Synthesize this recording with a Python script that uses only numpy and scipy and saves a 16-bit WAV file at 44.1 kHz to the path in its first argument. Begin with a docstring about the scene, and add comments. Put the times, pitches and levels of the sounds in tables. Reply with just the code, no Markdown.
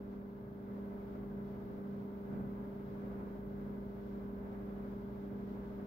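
"""A ceiling fan in a small quiet room, 5.9 s, at two microphone ports: filtered noise, tones and room modes.
From the start the motor hums near 200 and 400 Hz, blades scatter it into faint beating side tones and stir
the air, low room modes swell, a sleeve brushes and the microphone hisses; all is 2.5 dB low until 0.61 s,
full by 0.86 s. A soft low noise bump comes at 2.27 s; gusts lift the air noise, peaking at 2.4, 3.2 and 5.2 s.
The sleeve is loudest near the end."""
import sys
import numpy as np
from scipy import signal
from scipy.fft import rfft, irfft
from scipy.io import wavfile
from scipy.ndimage import uniform_filter1d

SR = 44100
rng = np.random.default_rng(int(sys.argv[2]) if len(sys.argv) > 2 else 0)


def pcm_store(signal):
    """Save signal as 16-bit PCM."""
    levels = np.round(np.clip(np.atleast_2d(signal), -1, 1) * 32767)
    wavfile.write(sys.argv[1], SR, levels.astype(np.int16).T)


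N = 258505
TIME = np.arange(N) / SR  # s
HZ = np.fft.rfftfreq(N, 1 / SR)
MAGNET_HZ, BLADE_HZ, SLIP_HZ = 99.875, 12.72, 1.72
SIDE = np.array([[.5], [-.5]])  # left, right


def amp(db):
    """Decibels to gain."""
    return 10 ** (np.asarray(db) / 20)


def unit(x):
    """Scales to rms 1 over all ports."""
    return x / np.sqrt(np.mean(x ** 2) + 1e-20)


def over_time(rows):
    """Joins (t/s, value) rows by straight lines."""
    return np.interp(TIME, *np.transpose(rows))


def over_pitch(rows, hz):
    """Joins (f/Hz, value) rows on a log-frequency axis."""
    f_hz, value = np.transpose(rows)
    return np.interp(np.log(hz + 1), np.log(f_hz + 1), value)


def wander(fastest_hz, count=16):
    """Slow irregular curve of rms 1: sines of random phase."""
    rates_hz = np.geomspace(fastest_hz / 10, fastest_hz, count)
    return unit(sum(np.sin(2 * np.pi * (rate * TIME + rng.random())) for rate in rates_hz))


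# likeness of the two ports: f/Hz, correlation [-1..1]
PORT_CORRELATION = [(30, 0.86), (75, 0.74), (93, 0.93), (115, 0.92), (230, 0.81), (300, 0.46), (400, 0.43),
                    (550, 0.5), (800, -0.071), (1080, -0.56), (1550, -0.18), (2200, 0.057), (3500, -0.018)]


def port_pair(hz):
    """Random complex amplitudes at two ports: alike in the bass, partly opposed near 1 kHz, unrelated above."""
    a, b, c, d = rng.standard_normal((len(hz), 4)).T
    same = np.clip(over_pitch(PORT_CORRELATION, hz), -1, 1)
    left = a + 1j * b
    own = c + 1j * d
    right = same * left + np.sqrt(1 - same ** 2) * own
    return np.array([left, right])


def room_noise(gain):
    """Diffuse noise of rms 1, shaped by a spectral gain."""
    return unit(irfft(port_pair(HZ) * gain, N))


# hiss colour: f/Hz, relative density/dB
HISS_COLOUR = [(1000, -14), (8000, -22), (10000, -13.5), (11800, -5.5), (12900, -6.5), (13300, 0),
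               (15500, -0.5)]
HISS_DB = -74.5


def hiss():
    """Independent electronic noise per port, weakest at 8 kHz and strongest at the top."""
    white = rfft(rng.standard_normal((2, N)))
    return amp(HISS_DB) * unit(irfft(white * amp(over_pitch(HISS_COLOUR, HZ)), N))


# sleeve level: t/s, level/dB
SLEEVE_LEVEL = [(0, -79.5), (4.6, -79), (5.5, -77.5)]
# cloth colour: f/Hz, relative density/dB
CLOTH_COLOUR = [(1000, -8.5), (2200, -3.5), (2800, -1), (3500, -1), (4300, -5), (5200, -7), (6500, -13.5),
                (8000, -19.5), (11000, -33)]
STROKES_DB, STROKES_HZ = 1, 8  # rms depth, fastest rate


def sleeve():
    """Faint cloth friction: coloured noise, uneven as the arm moves."""
    level_db = over_time(SLEEVE_LEVEL) + STROKES_DB * wander(STROKES_HZ)
    return amp(level_db) * room_noise(amp(over_pitch(CLOTH_COLOUR, HZ)))


# bump colour: f/Hz, relative density/dB
BUMP_COLOUR = [(50, -25), (85, -11), (125, 2.5), (170, 3), (240, -1.5), (320, -10), (500, -15.5),
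               (750, -20), (1500, -30.5), (4000, -64.5)]
BUMP_AT_S, BUMP_RISE_S, BUMP_HOLD_S, BUMP_T60_S = 2.265, .055, .085, .6
BUMP_DB = -43.5


def bump():
    """Muffled push of noise: linear rise, hold, exponential decay in the room."""
    age_s = TIME - BUMP_AT_S
    decay_s = np.maximum(age_s - BUMP_RISE_S - BUMP_HOLD_S, 0)
    shape = np.clip(age_s / BUMP_RISE_S, 0, 1) * amp(-60 * decay_s / BUMP_T60_S)
    return amp(BUMP_DB) * shape * room_noise(amp(over_pitch(BUMP_COLOUR, HZ)))


def room_mode(hz, width_hz, balance_db, swell):
    """A low room mode: a sine whose phase drifts (smoothed random walk) as it swells and fades."""
    walk_rad = np.cumsum(rng.standard_normal(N)) * np.sqrt(2 * np.pi * width_hz / SR)
    drift_rad = uniform_filter1d(walk_rad, size=6000)
    wave = unit(np.sin(2 * np.pi * hz * TIME + drift_rad))
    return amp(over_time(swell) + SIDE * balance_db) * wave


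# swell of the lowest mode: t/s, level/dB
BOOM_LEVEL = [(0, -59.5), (.88, -67), (1.27, -57), (1.8, -69), (2.3, -69), (2.52, -56), (2.75, -64),
              (3.0, -56), (3.25, -60), (3.46, -54.5), (3.8, -57.5), (4.9, -56), (5.2, -63.5), (5.62, -55),
              (5.86, -62)]
# swell of the upper mode: t/s, level/dB
DRONE_LEVEL = [(0, -74), (.5, -54), (.95, -72), (1.35, -54.5), (1.54, -55.5), (1.65, -64), (2, -54),
               (2.17, -70.5), (2.38, -53), (2.55, -67), (2.88, -52.5), (3.25, -65), (3.6, -54),
               (4.249, -68.5), (5.1, -60.5), (5.8, -64)]


def low_modes():
    """The two strongest low room modes."""
    boom = room_mode(hz=50.6, width_hz=.72, balance_db=1.1, swell=BOOM_LEVEL)
    drone = room_mode(hz=140.6, width_hz=1.2, balance_db=-.4, swell=DRONE_LEVEL)
    return boom + drone


# gusts: peak t/s, length/s, lift/dB
GUSTS = [(2.357, 0.28, 0.6), (3.18, 0.74, 3), (5.198, 3.4, 1)]
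WANDER_DB, WANDER_HZ = 1.07, 5  # rms depth, fastest rate


def draught():
    """Air strength in dB: slow wander plus smooth gusts."""
    level_db = WANDER_DB * wander(WANDER_HZ)
    for peak_s, length_s, lift_db in GUSTS:
        phase = np.clip((TIME - peak_s) / length_s, -.5, .5)
        level_db = level_db + lift_db * np.cos(np.pi * phase) ** 2
    return level_db


def resonance(hz, width_hz):
    """Gain of a steep-sided resonance, -6 dB at width_hz off centre."""
    return 1 / (1 + ((HZ - hz) / width_hz) ** 2)


# stirred-air colour: f/Hz, relative density/dB
AIR_COLOUR = [(20, -15), (32, -20.5), (45, -7.5), (85, -13), (125, -13), (250, -3.5), (350, -10),
              (550, -10), (780, -16), (950, -15), (1110, -18), (1550, -22.5), (1850, -28.5), (2200, -31),
              (2700, -40), (5000, -58)]
# resonances excited by the air: f/Hz, width/Hz, level/dB
AIR_MODES = [(64.6, 2.7, -63), (68.7, 5.3, -70), (94.6, 2, -69), (118.4, 10, -58), (167.7, 6, -65),
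             (282, 1.5, -69.5), (471, 11, -75), (497.6, 4.9, -69.5), (1514, 34, -79), (1654, 40, -80.5),
             (2046, 45, -81.5)]
AIR_DB, CHOP_DB = -54.6, 1.04  # rush level before chop and draught; chop peak


def air():
    """Dull rush following the draught and pulsing at the blade rate, over steadily excited resonances."""
    chop_db = CHOP_DB * np.sin(2 * np.pi * (BLADE_HZ * TIME + rng.random()))
    rush = amp(AIR_DB + chop_db + draught()) * room_noise(amp(over_pitch(AIR_COLOUR, HZ)))
    ringing = sum(amp(db) * room_noise(resonance(hz, width_hz)) for hz, width_hz, db in AIR_MODES)
    return rush + ringing


# side tones thrown off by the blades: f/Hz, relative level/dB
SCATTER_COLOUR = [(90, -10), (180, -4), (260, -.5), (350, -3.5), (480, -3), (610, -3.5), (665, -8),
                  (760, -11), (950, -11.5), (1250, -14.5), (1650, -19)]
SCATTER_DB = -58.3  # all side tones together


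def blade_tones(count=16, order=4):
    """Passing blades reflect the hum: side tones at blade-rate spacing, split in three by rotor slip."""
    hz = np.array([harmonic * MAGNET_HZ + blade * BLADE_HZ + slip * SLIP_HZ
                   for harmonic in range(1, count + 1)
                   for blade in range(-order, order + 1) if blade
                   for slip in (-1, 0, 1)])
    bins = np.round(hz * N / SR).astype(int)
    lines = np.zeros((2, len(HZ)), complex)
    lines[:, bins] = port_pair(hz) * amp(over_pitch(SCATTER_COLOUR, hz))
    return amp(SCATTER_DB) * unit(irfft(lines, N))


def tone(hz, balance_db, lead_rad, start_s):
    """Steady tone of rms 1; standing waves give each port its own level and phase."""
    phase_rad = 2 * np.pi * hz * (TIME + start_s) + SIDE * lead_rad
    return unit(-amp(SIDE * balance_db) * np.cos(phase_rad))


# main hum level: t/s, level/dB
HUM_LEVEL = [(0, -46.3), (.45, -48.2), (.75, -46), (1.05, -46.6), (1.7, -47.5), (1.92, -45.5),
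             (2.15, -46.5), (2.55, -46.5), (3.0, -47), (3.6, -46.5), (4.15, -47), (4.6, -46.5), (5.3, -46),
             (5.86, -47)]
# other tones: multiple of MAGNET_HZ, blade order, slip order, level/dB, left-right/dB, left lead/rad
MOTOR_TONES = [(1, 0, 0, -69.5, -3.7, -.1), (2, -2, 0, -66, -5, .3), (2, -1, 0, -64.2, 4.7, 0),
               (2, 1, 0, -73, 9, -1), (2, 2, 0, -60.3, 1.5, 0), (2, 3, -1, -58.7, -.7, .1),
               (2, 3, 0, -63.3, -3.7, .3), (2, 4, 0, -66.2, 8, -.1), (2, 6, 1, -67.5, 4, -.7),
               (3, -4, 0, -69, 8, .4), (3, -3, 0, -68, 1, .5), (3, -3, 1, -66.5, 2, .5),
               (3, 0, 0, -60.3, -6.9, 1.4), (3, 0, -2, -73, 0, .2), (3, 0, 1, -72, 6, .9),
               (3, 2, 0, -73, 4, .1), (3, 3, 0, -76, -9, -1.3), (4, 1, 0, -73.5, -4, .3),
               (4, 2, 0, -64.6, -1, .15), (5, -4, -1, -75.5, 0, -.9), (5, -3, 1, -73, -3, .8),
               (5, 1, 0, -75, -10, 2.3), (5, 4, 0, -77, 10, -.9), (6, -3, 1, -69, 3.8, 3.1),
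               (6, -1, 1, -74.5, -9, 1.7), (6, 0, 0, -70.5, 6, .3), (6, 1, 0, -71.5, 1.5, .95),
               (6, 3, 0, -79, -4, 1.3), (7, -1, 1, -80.5, -9, -1.5), (7, 0, 1, -76, 5.8, -3),
               (7, 3, 0, -80.5, 7, 1.5), (8, 0, 0, -81, 2, 3), (8, 2, 1, -80, 3, 1.6),
               (8, 3, 1, -82, -.7, .8), (9, 0, 0, -74.5, -1.1, 1), (10, -3, 0, -80, 5, 2.7),
               (10, -2, 1, -83, 10, -2.6), (10, 0, 0, -75.5, -2.5, -1.5), (10, 2, 1, -79, -2, 2.5),
               (11, 0, 0, -87, 5, -.1), (12, 2, -1, -85.4, 1.4, -2)]
OCTAVE_DB = -52.3
THROB_DB, THROB_CREST_S = 1.6, .18  # main hum, one throb per slip cycle
WAVER_DB, WAVER_HZ = .45, 12  # main hum: rms depth, fastest rate
FADE_DB_PER_KHZ = 5  # slip-rate fading, deeper for higher tones


def motor():
    """One magnetic pull drives the harmonics; blades and rotor slip shift some of them sideways."""
    start_s = rng.random()
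    throb_db = THROB_DB * np.cos(2 * np.pi * SLIP_HZ * (TIME - THROB_CREST_S))
    hum_db = over_time(HUM_LEVEL) + throb_db + WAVER_DB * wander(WAVER_HZ)
    out = amp(hum_db) * tone(2 * MAGNET_HZ, balance_db=-.6, lead_rad=.14, start_s=start_s)
    out += amp(OCTAVE_DB) * tone(4 * MAGNET_HZ, balance_db=-1.1, lead_rad=.27, start_s=start_s)
    for harmonic, blade, slip, db, balance_db, lead_rad in MOTOR_TONES:
        hz = harmonic * MAGNET_HZ + blade * BLADE_HZ + slip * SLIP_HZ
        in_step = slip == 0 and blade % 2 == 0  # hum flutters at twice the blade rate
        beat = np.cos(2 * np.pi * (SLIP_HZ * TIME + rng.random()))
        fading = unit(amp(FADE_DB_PER_KHZ * hz / 1000 * beat))
        tone_start_s = start_s if in_step else rng.random()
        out += amp(db) * fading * tone(hz, balance_db, lead_rad, tone_start_s)
    return out


QUIET_DB, RISE_AT_S, RISE_S = -2.5, .61, .25


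def opening():
    """Gain of the whole scene: low at first, then full, linear in dB."""
    risen = np.clip((TIME - RISE_AT_S) / RISE_S, 0, 1)
    return amp(QUIET_DB * (1 - risen))


def scene():
    """Sum of all sources under the opening gain."""
    background = hiss() + sleeve() + bump() + low_modes()
    fan = air() + blade_tones() + motor()
    return opening() * (background + fan)


EDGE_HZ = 15800


def record(dry):
    """About 4 ms of fade at each end, then the recorder's steep band limit."""
    fade = signal.windows.tukey(N, .0015)
    low_pass = signal.firwin(1023, EDGE_HZ, window=("kaiser", 9), fs=SR)
    return signal.oaconvolve(dry * fade, low_pass[None], "same")


dry = scene()
out = record(dry)
pcm_store(out)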